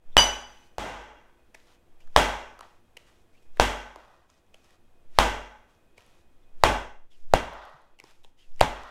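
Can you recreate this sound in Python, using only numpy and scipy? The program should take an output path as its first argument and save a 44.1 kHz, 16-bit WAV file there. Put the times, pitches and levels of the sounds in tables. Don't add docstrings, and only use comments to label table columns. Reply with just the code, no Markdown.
import sys
import numpy as np
from scipy import signal
from scipy.fft import rfft, irfft
from scipy.io import wavfile
from scipy.ndimage import uniform_filter1d

SR = 44100
rng = np.random.default_rng(int(sys.argv[2]) if len(sys.argv) > 2 else 0)


def store_pcm(level_fs):
    pcm = np.round(np.clip(level_fs, -1, 1) * 32767).astype(np.int16)
    wavfile.write(sys.argv[1], SR, np.atleast_2d(pcm).T)


def amplitude_ratio(level_db):
    exponent = np.asarray(level_db, float) / 20
    return 10 ** exponent


N = 392490
t = np.arange(N) / SR
tail_t = t[:1 << 15]
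TOP_HZ = 15850


def unit(x):
    return x / np.sqrt(np.mean(x ** 2))


def band(x, hz, width):
    return signal.lfilter(*signal.iirpeak(hz, hz / width, fs=SR), x)


def steep(x, lo_hz, hi_hz):
    sos = signal.butter(3, (lo_hz, hi_hz), "band", fs=SR, output="sos")
    return unit(signal.sosfilt(sos, x))


def on_log(hz, table, column=1):
    rows = np.array(table)
    return np.interp(np.log(np.maximum(hz, 1)), np.log(rows[:, 0]), rows[:, column])


def add(out, s, x):
    i = int(s * SR)
    out[i:i + len(x)] += x[:N - i]


def ring(modes, phases):
    total = 0
    for (hz, db, t60), phase in zip(modes, phases):
        total = total + amplitude_ratio(db - 60 * tail_t / t60) * np.sin(2 * np.pi * hz * tail_t + phase)
    return total


# frequency in Hz, density in dB per Hz.
HUM_SPECTRUM = [(18, -11.5), (26, 4), (55, 3.5), (150, -5.5), (340, -5), (450, -9), (700, -9.5),
                (1000, -14.5), (2400, -21.5), (3500, -23.5), (4300, -28), (9000, -31), (15300, -35),
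                (16500, -36)]
# frequency in Hz, width in Hz, level in dB.
MOTOR_WHINES = [(344.15, 10, -81.5), (488, 7.4, -82.5), (2500, 12, -86.5), (3250, 30, -93.5)]


def hum():
    hz = np.fft.rfftfreq(N, 1 / SR)
    steady = rfft(rng.standard_normal(N)) * amplitude_ratio(on_log(hz, HUM_SPECTRUM)) * (hz > 16) * (hz < TOP_HZ)
    audible_rms = np.std(irfft(steady * (hz > 100), N))
    whine = 0
    for f, width, db in MOTOR_WHINES:
        wavering = 0.83 * unit(band(rng.standard_normal(N), f, width))
        whine = whine + amplitude_ratio(db) * (wavering + np.sin(2 * np.pi * f * t))
    return irfft(steady, N) * amplitude_ratio(-70) / audible_rms + whine


# length in seconds, stirred air in dB, air push in dB,
# rush of skin in dB, rush of dough in dB.
ARM_SWINGS = [(0.075, -47, -31.5, -66.5, -66), (0.018, -56.5, -42.5, -88.5, -90),
              (0.156, -46.5, -31.5, -58, -60.5), (0.097, -48, -33, -54, -57), (0.097, -47, -33, -47.5, -55),
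              (0.211, -47.5, -32, -56, -53.5), (.55, -47.5, -26.5, -57, -55.5),
              (0.26, -47, -27.5, -55, -58.5)]


def draught():
    top_hz, hold_s, rise_db_per_s, fall_db_per_s, still_db = 9.9, 0.085, 39, 43, -61
    hz = np.fft.rfftfreq(N, 1 / SR)
    air = irfft(rfft(rng.standard_normal(N)) * np.exp(-(hz / top_hz) ** 2) * hz, N)
    stirred = []
    for (s, *_), (length, db, *_) in zip(BLOWS, ARM_SWINGS):
        before = rise_db_per_s * np.maximum(s - length - t, 0)
        after = fall_db_per_s * np.maximum(t - s - hold_s, 0)
        stirred.append(db - before - after)
    return amplitude_ratio(np.maximum(np.max(stirred, axis=0), still_db)) * unit(air)


THIRDS = 45 * 2 ** (np.arange(26)[:, None] / 3)
# frequency in Hz, width in Hz, boost in dB.
ROOM_COLOUR = [(593.22, 50, 1.5), (850, 36, 4.5), (953, 20, 5), (1281.5, 17, -0.5), (1577, 30, 6.5),
               (2024, 92, 5), (2333.4, 51, 3.5), (2750, 48, 5.5), (3300, 350, 5.5)]


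def third_octaves():
    size = 2 * len(tail_t)
    hz = np.fft.rfftfreq(size, 1 / SR)
    share = np.clip(1 - abs(3 * np.log2(np.maximum(hz, 1) / THIRDS)), 0, 1)
    parts = rfft(rng.standard_normal(size)) * share * (hz < TOP_HZ)
    colour_db = sum(db / (1 + (2 * (hz - f) / w) ** 2) for f, w, db in ROOM_COLOUR)
    return irfft(parts * amplitude_ratio(colour_db)) / irfft(parts).std(axis=1, keepdims=True)


# frequency in Hz, level in dB, t60 in seconds.
ROOM_TAIL = [(60.1, -13, 0.64), (119.74, -15, 0.47), (253, -9, 0.49), (442.2, -8.5, 0.66),
             (700, -1, 0.6016), (986.96, -3, 0.63296), (1500, -7, 0.68609), (2200, -8.5, 0.63317),
             (3400, -10.5, .57), (4363.5, -16.5, 0.49), (6018.5, -14, 0.61), (8633, -18.5, .42),
             (12470, -28, 0.5), (16000, -29.5, .3)]


def room(parts, tilt_db, walls_db, share):
    start = rng.integers(len(tail_t))
    t60 = share * on_log(THIRDS, ROOM_TAIL, column=2)
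    decay = np.exp(-3 * np.log(10) * tail_t / t60) + amplitude_ratio(walls_db) * np.exp(-tail_t / .025)
    level = amplitude_ratio(on_log(THIRDS, ROOM_TAIL) + tilt_db * np.log2(THIRDS / 1000))
    tail = (parts[:, start:start + len(tail_t)] * decay * level).sum(axis=0)
    return tail * (1 - .7 * np.exp(-(tail_t / 0.0076) ** 2)) * (1 - np.exp(-tail_t / 0.0013))


# frequency in Hz, width in Hz, dB over the room,
# t60 in seconds.
CROCKERY_TONES = [(845, 45, -2, .65), (955, 25, -11, .7), (1517, 16, -8, .7), (1980, 39, -15, 0.48),
                  (2780, 30, -12, 0.61), (3300, 50, -16, 0.67)]


def crockery():
    noise = rng.standard_normal((len(CROCKERY_TONES), len(tail_t)))
    tones = 0
    for (hz, width, db, t60), x in zip(CROCKERY_TONES, noise):
        wavering = unit(band(band(x, hz, width), hz, width))
        tones = tones + amplitude_ratio(db - 60 * tail_t / t60) * wavering
    return tones * (1 - np.exp(-tail_t / .03))


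# start in seconds, length in seconds, skin in dB,
# roll in dB, sag by the end in dB.
HAND_STROKES = [(.5, .17, -65.5, -80, 3), (1.557, .09, -65.5, -69, 4.5), (1.68, 0.064, -66, -64, 1.5),
                (2.009, .06, -70, -74, 13), (2.63, 0.15, -62.5, -51.5, 19.5), (2.985, 0.091, -65, -67, 8),
                (3.078, 0.14, -68.5, -65.5, 11), (3.345, .1, -74.5, -77.5, 11), (3.43, 0.042, -82, -88, 4),
                (3.983, 0.27, -71.5, -51.5, 13), (4.3, .09, -73, -67, 5.5), (4.55, 0.086, -72, -69.5, 3.5),
                (4.65, 0.093, -71.5, -68, -2.5), (5.7, .15, -75.5, -66.5, 16.5),
                (5.982, 0.23, -65, -62, 10), (7.12, 0.13, -68.5, -90, 10), (7.526, 0.068, -67, -40.5, 2.5),
                (7.631, 0.31, -67.5, -42, 24.5), (8.007, 0.063, -71.5, -65, 6),
                (8.053, 0.04, -67.5, -65.5, -1), (8.11, 0.13, -67, -66, 16),
                (8.253, 0.038, -72.5, -80.5, 6), (8.393, 0.16, -66, -87, 17),
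                (8.715, 0.24, -60, -40.5, 4.5)]


def rub():
    attack_s, release_s, rush_db_per_s = 0.024, 0.037, 418.5
    treble_db, treble_slope = -4.5, 0.42
    step = 32
    clock = np.arange(N // step + 1) * step / SR
    touch = []  # presence, skin dB, roll over skin dB
    for s, length, skin_db, roll_db, sag_db in HAND_STROKES:
        corners = (s - attack_s, s, s + length, s + length + release_s)
        edge = np.interp(clock, corners, (0, 1, 1, 0))
        sag = sag_db * np.clip((clock - s) / length, 0, 1)
        touch.append((edge, skin_db - sag, roll_db - skin_db))
    for (s, *_), (*_, skin_db, roll_db) in zip(BLOWS, ARM_SWINGS):
        touch.append((clock < s, skin_db - rush_db_per_s * abs(s - clock), roll_db - skin_db))

    def smooth(gain):
        return uniform_filter1d(gain.repeat(step)[:N], size=step)

    skin_gain = smooth(sum(edge * amplitude_ratio(db) for edge, db, _ in touch))
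    treble_gain = smooth(sum(edge * amplitude_ratio(db + treble_db - treble_slope * np.clip(db + 64, -15, 20))
                             for edge, db, _ in touch))
    roll_gain = smooth(sum(edge * amplitude_ratio(db + over_db) for edge, db, over_db in touch))
    grain_db = 1.5 * rng.exponential(size=N // 64 + 1).repeat(64)[:N]
    grains = rng.standard_normal(N) * amplitude_ratio(grain_db)
    skin = steep(grains, 1500, 3800)
    treble = steep(band(grains, 5800, 3500), 4600, 15500)
    roll = steep(grains, 550, 1400) + amplitude_ratio(-14) * steep(grains, 1850, 2100)
    roll = roll + amplitude_ratio(-13.5) * steep(grains, 1400, 3700)
    return amplitude_ratio(-3.5) * (skin_gain * skin + treble_gain * treble) + amplitude_ratio(-4.0) * roll_gain * roll


# time in seconds, length in seconds, level in dB,
# start frequency in Hz, end frequency in Hz.
DOUGH_PEELS = [(0.131, .012, -63, 3600, 3400), (3.353, 0.0096, -66, 2200, 2446),
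               (3.381, .012, -67, 2620, 2852), (6.437, 0.01046, -72, 3520, 3430),
               (7.126, 0.013, -62.5, 3400, 3164), (7.151, 0.0124, -65, 3180, 2723),
               (8.41, 0.02336, -60, 2970, 3300), (8.441, .02, -65, 2900, 2600),
               (2.023, .015, -66, 2600, 3120)]


def peels():
    out, u = np.zeros(N), tail_t[:4096]
    noises = rng.standard_normal((len(DOUGH_PEELS), 4096))
    for (s, length, db, start_hz, end_hz), noise in zip(DOUGH_PEELS, noises):
        x = (u - u[2048]) / length
        phase = 2 * np.pi * np.cumsum(np.interp(x, (-1, 1), (start_hz, end_hz))) / SR
        rough = unit(uniform_filter1d(uniform_filter1d(noise, 40), 40))
        squeak = np.sin(phase) + amplitude_ratio(-12) * np.sin(1.6 * phase)
        add(out, s - u[2048], amplitude_ratio(db) * np.exp(-x ** 2) * (0.69 + .6 * rough) * squeak)
    return out


# time in seconds, peak in dB, pitch in Hz, spread in ms, thud in dB.
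FINGER_TAPS = [(1.549, -35.5, 2200, 3.38, -5), (2.006, -52, 2500, 3.7, -13.5),
               (2.075, -53, 1500, 1.8, -6.5), (2.592, -38, 1107, 0.77, -4.5), (2.609, -32, 1198, 1.03, -9),
               (2.971, -33.5, 2650, 2, -8.5), (3.572, -37, 1997, 0.69, -2), (3.96, -33.5, 880, 0.75, 4.5),
               (4.301, -47.5, 5600, 1.16, -5), (4.544, -39.5, 2840, 1.9, -2), (4.645, -54, 5500, 2.5, 0.5),
               (5.981, -40.5, 2500, 3.3, -1), (6.007, -49, 3003, 0.96, -8.5), (7.99, -44.5, 2704, 1.44, -7),
               (8.0, -34, 2500, 1.5, -10), (8.04, -39, 5147, 1.5, 9.5), (8.241, -48.5, 3300, 1.5, -7),
               (8.247, -40.5, 3300, 0.98, 1.5), (8.597, -33, 2500, 1.5, -7),
               (8.6085, -10.5, 2820, 0.56, -9)]
# time in seconds, peak in dB, pitch in Hz.
THREAD_SNAPS = [(1.985, -62, 11000), (4.342, -59, 5400), (4.378, -59.5, 5500), (4.465, -63, 6010),
                (5.75, -59, 5500), (6.064, -52, 9000), (7.535, -47, 11500), (7.653, -50, 10500),
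                (7.698, -58, 9000), (7.819, -59, 9000), (8.52, -60, 3210), (8.543, -58.5, 5000),
                (8.562, -54.5, 5900), (8.835, -45, 6500), (7.205, -61, 5600), (8.89, -55, 7000)]
# time in seconds, level in dB, frequency in Hz.
LOW_BUMPS = [(1.164, -50.5, 306.8), (3.969, -47.5, 311), (5.75, -55.5, 100.3), (5.981, -50, 85.5),
             (7.74, -48, 137), (8.03, -54, 137.7), (7.344, -26, 110), (8.618, -19.5, 116),
             (8.64, -24, 250)]


def taps():
    out, u = np.zeros(N), tail_t[:2048]
    rows = [*FINGER_TAPS, *((s, db, hz, .85, -14) for s, db, hz in THREAD_SNAPS)]
    for (s, db, hz, spread_ms, thud_db), noise in zip(rows, rng.standard_normal((len(rows), 2048))):
        clicks = noise ** 3 * np.exp(-((u - u[512]) * 1000 / spread_ms) ** 2)
        palm = steep(clicks, hz * .8, hz * 1.2)
        thud = amplitude_ratio(thud_db - 1) * steep(clicks, 350, 850)
        bright = amplitude_ratio(-5 + 3 * np.log2(hz / 2500)) * steep(band(clicks, 3300, 4500), 900, 13000)
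        tap = palm + thud + bright
        add(out, s - u[512], amplitude_ratio(db) * tap / abs(tap).max())
    for s, db, hz in LOW_BUMPS:
        swell = tail_t / 0.016 * np.exp(1 - tail_t / 0.0066)
        add(out, s, amplitude_ratio(db) * np.sin(2 * np.pi * hz * tail_t) * swell)
    return out


TRINKET_MODE_HZ = [2978, 3034, 3218, 3914, 4769, 5937, 5982, 6082, 6783, 7887, 9146, 9362, 12750]
# level in dB, t60 in seconds, level returned by the room in dB.
TRINKET_MODES = [(3.5, 0.12, -25.5), (-12, .1, -36.5), (-19.5, 0.086, -41.5), (-20, .1, -44.5),
                 (-11.5, 0.17, -29.5), (-12, .11, -34.5), (-12, 0.31, -35), (-15.5, 0.066, -38),
                 (-24, 0.077, -44), (-26, .15, -46), (-24, 0.13, -41.5), (-28, .15, -46), (-29, .11, -49)]
# time in seconds, level in dB.
TRINKET_BOUNCES = [(.177, -10.5), (0.184, -16), (.198, -11.5), (.204, -12), (.22, -23.5), (0.239, -27.5)]


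def trinket():
    out, (db, t60, back_db) = np.zeros(N), np.transpose(TRINKET_MODES)
    for s, bounce_db in TRINKET_BOUNCES:
        clink = ring(zip(TRINKET_MODE_HZ, db, t60), 2 * np.pi * rng.random(len(db)))
        add(out, s, amplitude_ratio(bounce_db) * clink * (1 - np.exp(-tail_t / .001)))
    noises = rng.standard_normal((len(db), len(tail_t)))
    for hz, level_db, noise in zip(TRINKET_MODE_HZ, back_db, noises):
        fade = amplitude_ratio(level_db - 60 * tail_t / on_log(hz, ROOM_TAIL, column=2))
        wavering = unit(band(band(noise, hz, 40), hz, 45))
        add(out, TRINKET_BOUNCES[0][0], fade * (1 - np.exp(-tail_t / 0.018)) * wavering)
    return out


def air_pocket(pocket_hz, cycles, tilt_db):
    front = 1 - np.exp(-tail_t / .00005)
    squeeze = np.exp(-tail_t / .002 - (tail_t * pocket_hz / cycles) ** 4)
    pop = front * squeeze * np.cos(2 * np.pi * pocket_hz * tail_t - .5)
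    spray = rng.standard_normal(len(tail_t))
    crack = .4 * (steep(spray, 1300, 5200) + .6 * steep(spray, 1450, 2200))
    crack = crack * tail_t / 0.0008 * np.exp(-(tail_t / 0.0012) ** 2)
    return pop + amplitude_ratio(-7 + 4.7 * tilt_db) * crack


SLAB_MODE_HZ = [48.4, 92, 240, 860, 1523]
# level in dB, t60 in seconds.
SLAB_MODES = [(-18, .6), (-29.5, 0.4), (-34.5, 0.76), (-33, 0.23), (-39.5, 0.69)]


def slab_hum():
    phase = np.r_[-2.6, -2.0, 2 * np.pi * rng.random(len(SLAB_MODES) - 2)]
    modes = zip(SLAB_MODE_HZ, *np.transpose(SLAB_MODES))
    return ring(modes, phase) * (1 - np.exp(-tail_t / .008))


def arm_push(since):
    u = (since + .045) / np.where(since < -.045, .032, .027)
    held = np.exp(-np.maximum(since, 0) / .012)
    return np.where(u < 0, -u * np.exp(.5 - u ** 2 / 2), -1.5 * np.tanh(u) * held)


# time in seconds, blow in dB, air pocket in Hz, room in dB,
# brightness in dB per octave.
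BLOWS = [
    (0.1681, 4, 800, -19.5, 2),
    (0.7829, 10.5, 700, -16.5, 0.5),
    (2.1627, 8, 890, -17, 1),
    (3.5985, 3.5, 737.4, -20.5, 1.22),
    (5.1874, 7.5, 850, -18.5, 0.85),
    (6.637, 10.5, 850, -18, 0.09),
    (7.3375, 6, 674, -27, -0.5),
    (8.6121, 4, 706.8, -28.5, 0.15),
]


def slap(out, parts, shot, s, blow_db, pocket_hz, room_db, tilt_db, push_db):
    out, (_, slab_db, walls_db, share, cycles) = out.copy(), shot
    pocket = air_pocket(pocket_hz, cycles, tilt_db)
    suck = -tail_t / .005 * np.exp(-(tail_t / .007) ** 2)
    add(out, s, amplitude_ratio(blow_db) * pocket + amplitude_ratio(-13.0) * suck + amplitude_ratio(slab_db - 4.5) * slab_hum())
    add(out, s, amplitude_ratio(room_db - 8.5) * (room(parts, tilt_db, walls_db, share) + crockery()))
    early = min(s, .2)
    add(out, s - early, amplitude_ratio(push_db) * arm_push(tail_t - early))
    return out


# hum in dB, slab in dB, nearby walls in dB over the room,
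# share of the room's ring time, cycles of the air pocket.
SHOT_SETTINGS = [(4, -3, -3, 0.94, 1), (2.5, 0, -7, 1, 1.3), (2, 1, -9, 0.96, 1.2),
                 (-2.5, -8.5, 4.5, 1, 2.1)]
BLOW_SHOT = [0, 1, 1, 1, 2, 2, 3, 3]
# start in seconds, end in seconds.
SHOT_FADES = [(-.05, 0.095), (.73, 1.28), (4.0, 4.5), (6.75, 7.123)]


def scene():
    parts = third_octaves()
    echo = 30 * unit(room(parts, 2.5, -6, .98)) / np.sqrt(len(tail_t))
    ground = hum()
    shots = [amplitude_ratio(shot[0]) * np.roll(ground, k * SR * 2) for k, shot in enumerate(SHOT_SETTINGS)]
    shots[0] = shots[0] + trinket()
    for k, blow, swing in zip(BLOW_SHOT, BLOWS, ARM_SWINGS):
        shots[k] = slap(shots[k], parts, SHOT_SETTINGS[k], *blow, swing[2])
    up = [np.interp(t, fade, (0, 1)) for fade in SHOT_FADES] + [0]
    mix = 0
    for k, shot in enumerate(shots):
        overloaded = shot / (1 + shot ** 6) ** (1 / 6)
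        mix = mix + (up[k] - up[k + 1]) * overloaded
    hands = taps()
    hands_in_room = amplitude_ratio(-48) * signal.fftconvolve(hands, echo)[:N]
    return (mix + draught() + hands + rub() + peels() + hands_in_room)[None]


def top_cut(x):
    return signal.sosfilt(signal.butter(12, 16880, fs=SR, output="sos"), x)


def record(dry):
    mix = signal.sosfilt(signal.cheby2(6, 40, 17500, fs=SR, output="sos"), dry)
    return top_cut(mix)


dry = scene()
out = record(dry)
store_pcm(out)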